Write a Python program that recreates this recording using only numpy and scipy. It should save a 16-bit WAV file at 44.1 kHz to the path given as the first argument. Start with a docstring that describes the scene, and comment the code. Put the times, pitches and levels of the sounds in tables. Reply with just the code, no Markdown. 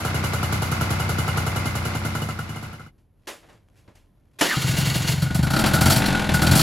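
"""Two-stroke scooter in a garage

Heard from the side, a small scooter idles on its stand, firing every second or third turn; its sound falls away
and the scene changes. Then, from behind the silencer: handling clacks, a starter clashes in and cranks, the
engine is blipped twice. Crank turns pulse a resonant pipe and rattle loose parts; firings add thumps, cracks
and metallic ringing. Solids ring as decaying sine modes, bursts are shaped noise, and gear teeth give a whine
and a chatter."""
import sys
import numpy as np
from scipy import signal
from scipy.fft import rfft, irfft, next_fast_len
from scipy.io import wavfile
from scipy.ndimage import uniform_filter1d

SR = 44100
rng = np.random.default_rng(int(sys.argv[2]) if len(sys.argv) > 2 else 0)


def unload_wav(signal):
    """Save mono or channel-first audio to the path in sys.argv[1] as 16-bit WAV at rate SR, clipped to [-1, 1]."""
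    wavfile.write(
        sys.argv[1],
        SR,
        np.round(np.clip(np.atleast_2d(signal).T, -1, 1) * 32767).astype(np.int16),
    )


N = 291942
TIME = np.arange(N) / SR
TAIL = TIME[:SR // 2]  # time axis of one blow's response

# crank speed through the start and two blips: time_s, speed_turns_per_s
REV_SPEED = [(4.565, 6), (4.64, 20.66), (4.848, 22.91), (5.334, 23), (5.562, 32.7), (5.599, 42.8),
             (5.792, 38.82), (5.954, 53.17), (6.126, 44.34), (6.415, 37.48), (6.547, 50.67), (6.62, 50.67)]
# separate bangs as the engine catches and is blipped:
# start_s, crack_db, pipe_thump_db, bark_db, block_ring_db
BANGS = [(4.563, -56, -14, -31, -21.5), (4.639, -50, -15.5, -30, -42), (4.688, -30.5, -12.5, -45, -45),
         (4.779, -26.5, -15.5, -52, -47), (4.867, -33.5, -14, -34, -49), (4.953, -27, -15, -34, -52),
         (5.086, -26.5, -14, -35, -47), (5.219, -31.5, -12.5, -27, -22), (5.345, -27, -16, -29, -48),
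         (5.427, -31, -28, -23.5, -26), (5.502, -30, -21, -22, -27), (5.532, -30.5, -38, -21.5, -25),
         (5.561, -30, -18, -18, -19.5), (5.589, -25.5, -29, -17.5, -19), (5.659, -24.5, -21, -17.5, -18),
         (5.734, -20.5, -15, -16, -38), (5.808, -20.5, -13, -18.5, -39), (5.856, -19.5, -34, -15, -18),
         (5.899, -16.5, -25, -18.5, -33), (5.919, -22, -19, -35, -15), (5.959, -20.5, -12, -27, -16.5),
         (6.057, -27.5, -24, -32, -16.5), (6.338, -22.5, -14, -26, -44), (6.416, -22.5, -26, -15.5, -21),
         (6.465, -25, -17, -25, -16), (6.511, -20, -34, -16.5, -17), (6.552, -18, -12, -16, -18),
         (6.572, -20, -25, -35, -27), (6.591, -18.5, -16, -15, -13.5), (6.609, -22, -14, -28, -14)]
# stereo width behind the scooter: frequency_hz, side_minus_mid_db
WIDTH_REAR = [(150, -15), (500, -3.5), (1500, -12.5), (4500, -71), (7000, -53), (9000, -7), (15000, -14)]
# spectrum of contact with the frame: frequency_hz, level_db
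KNOCK_COLOUR = [(88, -20), (150, -11.5), (275, -2), (448, -2.5), (871, -5), (1390, -7.5), (1690, -5.5),
                (2760, -8), (3420, -11.5), (11700, -17), (13700, -20.5), (16000, -40)]
# modes of the frame: frequency_hz, t60_s, level_db
FRAME_MODES = [(304, 0.24, -8), (334, 0.32, -7), (464, 0.29, -13), (564, 0.24, -6), (606, 0.26, -7),
               (1030, 0.29, -10.5), (1394, 0.14, -10), (1925, 0.19, -25), (2540, .2, -23), (3331, 0.3, -14),
               (4400, 0.091, -15)]
# modes of the silencer shell: frequency_hz, t60_s, level_db
SILENCER_MODES = [(1335, .05, -7), (1385, .04, -7), (1454, .19, 0), (1474, .08, -5), (1510, .04, -6),
                  (2110, .08, -17)]


def undb(db):
    """Amplitude gain is ten to the power of decibels over twenty."""
    return 10 ** (np.asarray(db) / 20)


def curve(rows, at):
    """Linear interpolation of a table's columns against its first column."""
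    x, *columns = np.transpose(rows)
    return [np.interp(at, x, column) for column in columns]


def unit(x):
    """Normalisation to an rms of 1."""
    return x / np.sqrt(np.mean(x ** 2))


def butter(x, hz, kind, order=2):
    """Butterworth filtering: a low-pass or high-pass with a maximally flat passband."""
    sos = signal.butter(order, min(hz, SR / 2 - 1), kind, fs=SR, output="sos")
    return signal.sosfilt(sos, x)


def noise(colour, width):
    """Spectral shaping of white noise; independent mid and side give its stereo width, mid rms 1."""
    size = next_fast_len(N, real=True)
    log_hz = np.log(np.arange(size // 2 + 1) * SR / size + 1)

    def spectrum_gain(table):
        hz, db = np.transpose(table)
        return undb(np.interp(log_hz, np.log(hz), db))

    def shaped(gain):
        return irfft(rfft(rng.standard_normal(size)) * gain, size)[:N]

    # roll off below the lowest frequency of the colour
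    gain = spectrum_gain(colour) / np.sqrt(1 + (colour[0][0] / np.exp(log_hz)) ** 4)
    mid, side = shaped(gain), shaped(gain * spectrum_gain(width))
    return np.array([mid + side, mid - side]) / mid.std()


def walk(hz):
    """Band-limited random modulation: low-passed noise with rms 1."""
    return unit(butter(rng.standard_normal(N), hz, "low"))


def impulses(times, sizes):
    """Impulsive excitation: one spike for each blow."""
    at = np.round(np.asarray(times) * SR).astype(int)
    inside = (at >= 0) & (at < N)
    return np.bincount(at[inside], np.asarray(sizes)[inside], N)


def jitter(times, spread_s):
    """Random timing: blows land a little early or late."""
    return times + spread_s * rng.standard_normal(len(times))


def scatter(db, spread_db):
    """Random strength: gains of blows vary normally in decibels."""
    return undb(db + spread_db * rng.standard_normal(len(db)))


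def ring(spikes, response):
    """Linear superposition: convolution plays a response at every spike."""
    return signal.fftconvolve(np.atleast_2d(spikes), np.atleast_2d(response), axes=1)[:, :N]


def fade(t60):
    """Exponential decay by 60 dB in t60 seconds."""
    return np.exp(-np.log(1000) * TAIL / t60)


def blow(rise_s, t60, room_db, room_t60):
    """Direct and reverberant decay: their energies add under a common onset."""
    return (1 - np.exp(-TAIL / rise_s)) * np.hypot(fade(t60), undb(room_db) * fade(room_t60))


def energy_envelope(spikes, envelope):
    """Incoherent superposition: the energies of overlapping blows add."""
    return np.sqrt(np.abs(ring(spikes ** 2, envelope ** 2)))


def bursts(spikes, envelope, colour, width, fresh_hz):
    """Repeated and random response: blows sound alike below fresh_hz; above it each gets new noise."""
    alike = butter(noise(colour, width), fresh_hz, "low", order=1)[:, -len(TAIL):] * envelope
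    fresh = butter(noise(colour, width), fresh_hz, "high", order=1)
    return ring(spikes, alike) + fresh * energy_envelope(spikes, envelope)


def metal(spikes, modes, lag_s, rise_s=0.00093):
    """Modal superposition: decaying sines build up over rise_s, lag_s later on the right."""
    t = np.maximum(TAIL - np.array([[0], [lag_s]]), 0)
    modal_sum = sum(undb(db) * fade(t60) * np.sin(2 * np.pi * hz * t) for hz, t60, db in modes)
    return ring(spikes, (1 - np.exp(-t / rise_s)) * modal_sum)


def struck(blows, modes):
    """Impact excitation: a table of blows rings one set of modes."""
    s, db = np.transpose(blows)
    return metal(impulses(s, undb(db)), modes, lag_s=.00005)


def buzz(spikes, panels):
    """Narrow-band random vibration: loose panels flutter and never ring twice alike."""
    out = 0
    for hz, width, db, rise_s, t60 in panels:
        envelope = (1 - np.exp(-TAIL / rise_s)) * fade(t60)
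        phase = 2 * np.pi * hz * TIME
        tone = walk(width / 2) * np.sin(phase) + walk(width / 2) * np.cos(phase)
        out = out + undb(db) * tone * energy_envelope(spikes, envelope)
    return out


def garage():
    """Amplitude-modulated background noise: a low, unsteady rumble in the garage."""
    # frequency_hz, level_db
    rumble_colour = [(15, -49.5), (25, -26), (38, 2), (59, -7.5), (82, 0), (120, -6), (600, -26),
                     (1330, -35.5), (3000, -43.5), (8360, -54), (11600, -40), (16000, -71)]
    unsteadiness = unit(uniform_filter1d(rng.standard_normal(N), size=6000))
    return noise(rumble_colour, WIDTH_REAR) * undb(-58.5 + 1.2 * unsteadiness)


def scuffing():
    """Stick-slip friction: grainy scrapes of hands and shoes, whose catches ring the frame."""
    # gritty scuffing as the rider takes hold: time_s, level_db
    scuff_level = [(2.9, -91.5), (3.15, -96), (3.22, -74), (3.53, -67), (3.62, -84), (3.74, -73),
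                   (3.8, -72), (3.98, -74.5), (4.11, -84.5), (4.2, -81), (4.31, -78), (4.35, -70),
                   (4.45, -76)]
    grain = unit(undb(5 * walk(200)))
    catches = rng.uniform(scuff_level[0][0], scuff_level[-1][0], size=120)
    catch_sizes = scatter(curve(scuff_level, catches)[0] + 3, spread_db=3)
    frame = metal(impulses(catches, catch_sizes), FRAME_MODES, lag_s=.0001)
    scrape_gain = undb(curve(scuff_level, TIME)[0] + 0.5)
    return frame + noise(KNOCK_COLOUR, WIDTH_REAR) * grain * scrape_gain


def thuds():
    """Low-frequency modal response: weight shifts dully on the stand."""
    # shifts of weight: start_s, level_db
    weight_shifts = [(3.548, -51), (3.881, -45)]
    # modes of the stand and floor: frequency_hz, t60_s, level_db
    stand_modes = [(111, 0.11, 3), (190, .06, 1), (435, .05, -6), (950, .08, -10)]
    return struck(weight_shifts, stand_modes)


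def knocks():
    """Impact noise and modal ringing: short blows on the frame, their noise with a reverberant tail."""
    # handling clacks, the starter relay's click and, last, the starter pinion clashing in: # start_s, level_db,
    # treble_db, rise_s, frame_ring_db
    frame_blows = [(2.98, -68, 7, 0.0025, -77), (3.271, -25, 3, 0.0052, -35),
                   (3.429, -41.5, -30, 0.006, -59), (3.487, -40.5, -10, 0.0031, -55),
                   (3.525, -53, -6, 0.0056, -68), (3.761, -53, 6, 0.012, -72),
                   (3.877, -42.5, -20, 0.002, -54), (3.953, -57, 10, 0.0017, -74),
                   (4.387, -37, 20, 0.01, -56), (4.41, -7, -2.5, 0.0014, -22)]
    body = noise(KNOCK_COLOUR, WIDTH_REAR)
    dull = butter(body, 1500, "low", order=1)
    treble = body - dull
    out = np.zeros((2, N))
    for s, db, treble_db, rise_s, _ in frame_blows:
        span = slice(int(s * SR), int(s * SR) + len(TAIL))
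        burst = (dull + undb(treble_db) * treble)[:, span]
        out[:, span] += burst * undb(db) * blow(rise_s, 0.023, -8.0, 0.3)
    times, *_, ring_db = np.transpose(frame_blows)
    return out + metal(impulses(times, undb(ring_db)), FRAME_MODES, lag_s=.0001, rise_s=.003)


def pinion_clash():
    """Repeated impact: the pinion bounces on the ring gear before it meshes."""
    # bounces: start_s, level_db
    bounces = [(4.411, -19.5), (4.418, -17.5), (4.425, -24)]
    # modes of the transmission case: frequency_hz, t60_s, level_db
    transmission_modes = [(300, 0.099, -2), (484, 0.031, -6), (686, .06, -1.5), (874, 0.064, -2),
                          (1110, 0.042, -14), (1920, 0.072, -20), (2980, .1, -5)]
    return struck(bounces, transmission_modes)


# the starter surges, runs steadily, then is let go and spins down
STARTER_ON_S, STARTER_OFF_S, STARTER_STOP_S = 4.412, 5.11, 5.45


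def starter_db(at):
    """Load-dependent level: a surge, a swell at each hard compression, a steady fall once let go."""
    # labouring against the hardest compressions: centre_s, rise_db
    strains = [(4.623, 9), (4.676, 8), (4.718, 6.5), (4.772, 10), (4.814, 9), (4.859, 9), (4.9, 8),
               (4.949, 9), (5.026, 6.5), (5.08, 10.5), (5.122, 8)]
    strain = sum(db * np.exp(-((at - s) / 0.0079) ** 2) for s, db in strains)
    surge = 6.5 * np.exp(-np.maximum(at - STARTER_ON_S, 0) / 0.17)
    spin_down = 54 * np.maximum(at - STARTER_OFF_S, 0)  # dB, at 54 dB per second
    return surge + strain - spin_down - 35


def starter():
    """Gear-mesh vibration: teeth whine at their meshing rate and chatter across their backlash."""
    # gear mesh, which sags at the first compression: time_s, frequency_hz, level_db
    mesh = [(4.41, 900, -38), (4.45, 1600, -35), (4.472, 1760, -31), (4.488, 1880, -35),
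            (4.508, 2010, -24.5), (4.525, 1720, -25.5), (4.54, 1390, -28), (4.555, 1300, -31),
            (4.572, 1480, -38), (4.63, 2400, -52), (4.8, 2850, -42), (5.12, 2870, -52), (5.3, 1970, -54)]
    # frequency_hz, level_db
    starter_colour = [(150, -9), (250, -1), (460, -12.5), (971, -11.5), (1420, -9), (2530, -12),
                      (2810, -9.5), (4340, -11.5), (4820, -13.5), (6940, -14), (8550, -17), (11700, -17.5),
                      (13400, -16), (16000, -31)]
    # gear case under the teeth: frequency_hz, width_hz, level_db, rise_s, t60_s
    gear_panels = [(2170, 280, -11.5, 0.00077, 0.18), (2830, 120, -7, .001, 0.099),
                   (3760, 81, -15, .001, 0.055), (4370, 270, -3.5, .001, 0.055),
                   (6930, 260, -8.5, .001, .05)]
    mesh_hz, mesh_db = curve(mesh, TIME)
    wobble, flutter = (unit(uniform_filter1d(rng.standard_normal(N), size=50)) for _ in range(2))
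    phase = 2 * np.pi * np.cumsum(mesh_hz * (1 + .075 * wobble)) / SR
    fundamental = np.sin(phase) + .5 * walk(250) * np.cos(phase)
    overtone = undb(-9) * walk(400) * np.sin(2 * phase)
    whine = np.sqrt(2) * (fundamental + overtone) * undb(mesh_db + 3 * flutter)
    # teeth knock about 190 times a second
    taps = jitter(STARTER_ON_S + np.arange(190) / 190, spread_s=.0015)
    teeth = impulses(taps, scatter(starter_db(taps) - 3, spread_db=2.5))
    tap_envelope = blow(0.00037, 0.025, -1.0, 0.15)
    chatter = undb(-1.0) * bursts(teeth, tap_envelope, starter_colour, WIDTH_REAR, fresh_hz=9000)
    case = buzz(teeth, gear_panels)
    shell = undb(-16) * metal(teeth, SILENCER_MODES, lag_s=.00002)
    whirr = noise(starter_colour, WIDTH_REAR) * undb(starter_db(TIME) - 2.5)
    running = (TIME > STARTER_ON_S) * (TIME < STARTER_STOP_S)
    return chatter + case + shell + (whine + whirr) * running


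def crank_angle(speed):
    """Integration of rotation speed: times, and the turns completed by then."""
    t = np.arange(speed[0][0], speed[-1][0], 1 / SR)
    return t, np.cumsum(curve(speed, t)[0]) / SR


def crank(speed):
    """Periodic excitation: times at which the crank completes whole turns."""
    t, angle = crank_angle(speed)
    return np.interp(np.arange(int(angle[-1]) + 1), angle, t)


def firings(turns, beat):
    """Subharmonic excitation: only every second or third turn fires."""
    fired, k = [], 0
    while k < len(turns):
        fired.append(turns[k])
        k += [every for s, every in beat if s <= turns[k]][-1]
    return np.array(fired)


def rev_turns():
    """Phase alignment: the crank surges a little so that every bang falls on a turn."""
    t, angle = crank_angle(REV_SPEED)
    at_bangs = np.interp(np.transpose(BANGS)[0], t, angle)
    whole = np.append(0, np.cumsum(np.round(np.diff(at_bangs))))
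    turn_angles = np.interp(np.arange(whole[-1] + 1), whole, at_bangs)
    return np.interp(turn_angles, angle, t)


def by_speed(at, slow_db, fast_db):
    """Speed-dependent excitation: a level moves from slow to fast between 21.5 and 28.7 turns per second."""
    return np.interp(curve(REV_SPEED, at)[0], [21.5, 28.7], [slow_db, fast_db])


def exhaust(puffs, thumps, pipe, cut_hz, round_hz, mode_ratio, waver_s):
    """Pipe resonance: pumped air and burnt gas excite the same modes, which a small outlet radiates."""
    out = 0
    for k, (hz, width, puff_db, thump_db) in enumerate(pipe):
        # a negative ratio makes neighbouring resonances swing opposite ways
        mode = mode_ratio ** k * np.exp(-np.pi * width * TAIL) * np.sin(2 * np.pi * hz * TAIL)
        out = out + ring(undb(puff_db) * puffs + undb(thump_db) * thumps, mode)[0]
    waver = unit(butter(rng.standard_normal(N), 24.0, "low", order=4))
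    out = np.interp(TIME + waver_s * waver, TIME, out)  # uneven gas flow bends the pipe's note
    # the garage booms after the pipe
    walls = rng.standard_normal((2, len(TAIL))) * fade(0.44)
    out = out + undb(-19) * ring(out, unit(walls) / np.sqrt(len(TAIL)))
    out = butter(out, round_hz, "low")  # the port opens gradually, which rounds each puff
    # the small outlet radiates little deep bass
    return butter(butter(out, cut_hz, "high"), 28, "high")


def outlet(barks):
    """Pulse radiation: a steep pressure wave rings the chambers and drags turbulence along."""
    # turbulence: frequency_hz, level_db
    turbulence_colour = [(250, 15.5), (420, -11), (750, 4.5), (1050, -14), (1350, 9.5), (2000, -17),
                         (6000, -35), (16000, -55)]
    # modes of the silencer's chambers: frequency_hz, t60_s, level_db
    chamber_modes = [(325, 0.15, -7), (582, 0.18, -17.5), (655, 0.15, -18), (784, 0.11, -9),
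                     (970, 0.017, -6), (1344, 0.031, 0.5)]
    blast_s = 0.002  # time from onset to peak
    pulse = TAIL / blast_s * np.exp(1 - TAIL / blast_s)
    blast = butter(ring(barks, undb(10) * pulse), 170, "high", order=1)
    flow = energy_envelope(barks, blow(0.0016, 0.033, -2.0, 0.36))
    turbulence = noise(turbulence_colour, WIDTH_REAR) * undb(-4.5) * flow
    chambers = metal(barks, chamber_modes, lag_s=0.000051) * undb([[1.2], [-1.2]])
    return blast + chambers + turbulence


def idling():
    """Periodic excitation from the side: every second or third turn fires, sagging to a stumble."""
    # crank speed: time_s, speed_turns_per_s
    idle_speed = [(-.046, 31.55), (.594, 31.47), (1.26, 32.34), (2.267, 29.22), (2.9, 29.84)]
    # every third turn fires, until the idle sags and stumbles: from_s, turns_per_firing
    idle_beat = [(-.1, 3), (2.1, 2), (2.25, 3), (2.45, 2), (2.6, 3), (2.7, 2)]
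    # the idle's level falls away before the scene changes: time_s, level_db
    idle_fade = [(0, 0), (1.35, .5), (2.15, -2.5), (2.35, -6), (2.65, -10.5), (2.9, -23.5)]
    # exhaust resonances: frequency_hz, width_hz, every_turn_db, firing_db
    side_pipe = [(85.2, 16.7, 7.5, 9.5), (110.3, 19.5, 2, 6.5), (151.9, 12, -8, -0.5),
                 (169.7, 30.5, -4.5, -23), (220.3, 12.8, -11.5, -8.5)]
    # stereo width: frequency_hz, side_minus_mid_db
    side_width = [(200, -23.5), (380, -8.5), (1300, -0.5), (2400, 1), (7000, -1), (10000, 1.5),
                  (15000, -30)]
    # spectra: frequency_hz, level_db
    clatter_colour = [(150, 14.5), (250, 4), (360, -4), (1310, -6), (1910, -10.5), (2090, -6),
                      (3170, -16.5), (4820, -17.5), (8550, -30.5), (11100, -43.5), (12500, -37.5),
                      (13700, -61.5), (15200, -36), (16000, -69.5)]
    crack_colour = [(250, 7.5), (700, 5.5), (1400, 4), (2400, -16), (3400, -5), (6000, -7.5), (7300, -5.5),
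                    (8400, -15), (10000, -5.5), (12000, -4), (13500, -8), (16000, -22)]
    # modes of the cases: frequency_hz, t60_s, level_db
    case_modes = [(500, 0.012, -2), (601, 0.0097, -7), (790, 0.02, 3), (1025, 0.022, -2), (1186, 0.0075, 8),
                  (1340, 0.048, 0), (1430, 0.091, -6)]
    # thin covers that buzz on after firing: frequency_hz, width_hz, level_db, rise_s, t60_s
    cover_panels = [(523.3, 350, -9, 0.0026, 0.17), (1365, 150, 2, 0.0038, 0.068),
                    (2083, 79, -10.5, 0.007, 0.42), (2895, 81, -6.5, 0.007, 0.15)]
    # the cases knock as the idle stumbles: start_s, level_db
    stumbles = [(2.153, -20), (2.289, -28), (2.392, -25)]
    crack_db, ring_db = -26.5, -26.5
    steady_turns = crank(idle_speed)
    fired = firings(steady_turns, idle_beat)
    turns = jitter(steady_turns, spread_s=.0004)
    turn_db, fired_db = curve(idle_fade, turns)[0], curve(idle_fade, fired)[0]
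    puff = scatter(turn_db - 19, spread_db=1)
    slap = scatter(turn_db - 31, spread_db=1.2)
    # as the level falls away, the crack falls faster than the whole and the ring slower
    bang = scatter(crack_db + 1.27 * fired_db, spread_db=.7)
    knock = scatter(ring_db + 0.69 * fired_db, spread_db=1.8)

    # every turn pulses the pipe, opposite in sign to a firing
    puffs = -impulses(turns, puff)
    thumps = impulses(fired + 0.00049, undb(fired_db - 16))
    pipe = exhaust(puffs, thumps, side_pipe, cut_hz=126.5, round_hz=260, mode_ratio=-1.05, waver_s=.0003)
    pipe = pipe * undb([[.5], [-.5]])
    # the piston slaps at both ends of its stroke
    late_slaps = impulses(jitter(turns + 0.018, spread_s=0.00051), slap * undb(3.5))
    slaps = impulses(turns + .004, slap) + late_slaps
    slap_envelope = blow(0.0015, 0.014, -0.77, 0.21)
    clatter = undb(0.5) * bursts(slaps, slap_envelope, clatter_colour, side_width, fresh_hz=1810)
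    # the engine is already running: an earlier crack is still dying away at the start
    cracks = impulses(fired - .0025, bang) + impulses([0], undb([crack_db - 5]))
    crack = bursts(cracks, blow(0.0034, 0.062, -3, 0.33), crack_colour, side_width, fresh_hz=4400)
    # the cases take the firing twice: at the pressure peak and as the port opens
    peaks = impulses(fired + 0.00032, knock * undb(-5.5))
    openings = impulses(jitter(fired + 0.011, spread_s=0.00055), knock * undb(-2.0))
    strikes = peaks + openings + impulses(turns, slap * undb(3.0))
    cases = metal(strikes, case_modes, lag_s=.0001, rise_s=0.00074)
    covers = buzz(impulses(fired, undb(ring_db + fired_db)), cover_panels)
    closing = np.clip((2.92 - TIME) / 0.052, 0, 1)  # silent from 2.92 s
    return (pipe + clatter + crack + cases + covers + struck(stumbles, case_modes)) * closing


def revving():
    """Speed-dependent excitation from behind: cranking, uneven firings, then two blips."""
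    # exhaust resonances: frequency_hz, width_hz, every_turn_db, firing_db
    rear_pipe = [(88.1, 17.7, 9.5, -37), (132.1, 10.9, 5, 3.5), (155, 10.8, 0.5, -1), (230, 12, -15, -36),
                 (282, 30, -28, -6)]
    # air that each turn pumps into the pipe: time_s, level_db
    puff_level = [(4.56, -25.5), (5.27, -23.5), (5.39, -14.5), (5.5, -20.5), (5.72, -28), (5.85, -13.5),
                  (5.96, -34), (6.06, -23), (6.2, -30.5), (6.33, -21), (6.52, -15), (6.62, -30)]
    # spectra: frequency_hz, level_db
    clatter_colour = [(150, 8), (250, 6), (414, -7), (640, -2), (1140, -9), (1450, -10), (1760, -9),
                      (4260, -14), (5350, -21.5), (7310, -23), (8400, -24.5), (11500, -25), (13400, -30),
                      (16000, -44)]
    crack_colour = [(250, -26), (700, 6), (1100, -9), (2200, -7), (3300, -3.5), (4400, -1.5), (6200, -5.5),
                    (7300, -8.5), (8500, -1.5), (10500, -5.5), (12000, -1.5), (13500, -4.5), (16000, -19)]
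    # modes of the block: frequency_hz, t60_s, level_db
    block_modes = [(1778, .12, -6), (2450, .08, -5), (2720, .06, -6), (2880, .05, -3), (3176, .1, 0),
                   (4007, .1, -2), (4236, .07, 2), (4389, .06, 1), (4535, .06, 4), (4686, .08, 2),
                   (5597, .08, -1), (7220, .04, 2)]
    # the silencer's skin: frequency_hz, width_hz, level_db, rise_s, t60_s
    skin_panels = [(3100, 230, -26.5, .002, 0.15), (4510, 370, -13.5, 0.0038, 0.27),
                   (7200, 200, -12.5, 0.0024, 0.21)]
    # the silencer shell's hardest pings against its mount: start_s, level_db
    pings = [(5.353, -25), (5.44, -25.5), (5.545, -24), (5.735, -21), (5.78, -24), (5.822, -20),
             (5.871, -28), (6.01, -49), (6.147, -18), (6.343, -14.5), (6.431, -22), (6.475, -22.5),
             (6.527, -22)]
    turns = rev_turns()
    fired, crack_db, thump_db, bark_db, block_db = np.transpose(BANGS)
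    opened, loose = jitter(turns, spread_s=.0003), jitter(turns, spread_s=.0006)

    puffs = impulses(opened + 0.0055, scatter(curve(puff_level, turns)[0], spread_db=1.5))
    thumps = impulses(fired + 0.0043, undb(thump_db))
    # the gas flow is more ragged than at idle
    pipe = exhaust(puffs, thumps, rear_pipe, cut_hz=123.0, round_hz=232, mode_ratio=0.88, waver_s=.0005)
    pipe = pipe * undb([[.4], [-.4]])
    # loose parts answer each turn unevenly and rattle harder with speed
    slap = scatter(by_speed(turns, slow_db=-38, fast_db=-26), spread_db=2.5)
    slaps = impulses(loose + 0.00312, slap)
    rattle = blow(.0012, .04, -5, .22)
    clatter = undb(8) * bursts(slaps, rattle, clatter_colour, WIDTH_REAR, fresh_hz=2450)
    cracks = impulses(fired - .001, undb(crack_db))
    crack = bursts(cracks, blow(0.0043, 0.18, 0.5, 0.18), crack_colour, WIDTH_REAR, fresh_hz=7000)
    # the pressure wave reaches the outlet after a short delay
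    bark = outlet(impulses(fired + 0.003856, undb(bark_db)))
    block_strikes = impulses(fired + 0.000997, undb(block_db))
    block = undb(-12.0) * metal(block_strikes, block_modes, lag_s=.00001)
    skin = buzz(impulses(fired + .001, undb(crack_db)), skin_panels)
    # the silencer shell, too, is shaken harder with speed
    pinged, ping_db = np.transpose(pings)
    shaken = scatter(by_speed(turns, slow_db=-35, fast_db=-30), spread_db=1.5)
    strikes = impulses(pinged, undb(ping_db)) + impulses(loose, shaken)
    shell = metal(strikes, SILENCER_MODES, lag_s=.00002, rise_s=0.0024)
    return pipe + (clatter + bark) * undb([[.7], [-.7]]) + crack + block + skin + shell


def scene():
    """Superposition of sources: background, handling, starter, idle, then the start and the blips."""
    handling = scuffing() + thuds() + knocks()
    return garage() + handling + pinion_clash() + starter() + idling() + revving()


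def record(dry):
    """Phase shift and saturation: two ports differ in the high treble, peaks are rounded, the top cut."""
    # the microphone ports are out of step: frequency_hz, left_lead_rad
    port_phase = [(7750, 0), (8270, 2.1), (9040, 2), (10400, .1), (11600, -.2), (13000, -3), (14200, -3.5),
                  (15200, -6.3)]
    size = next_fast_len(N + len(TAIL), real=True)
    lead = curve(port_phase, np.arange(size // 2 + 1) * SR / size)[0]
    shift = np.exp(1j * np.array([lead, -lead]) / 2)
    ports = irfft(rfft(dry, size) * shift, size)[:, :N]
    rounded = np.tanh(0.62 * ports) / 0.62
    top_cut = signal.ellip(8, .2, 70, 16000, fs=SR, output="sos")
    return signal.sosfilt(top_cut, rounded)


dry = scene()
out = record(dry)
unload_wav(out)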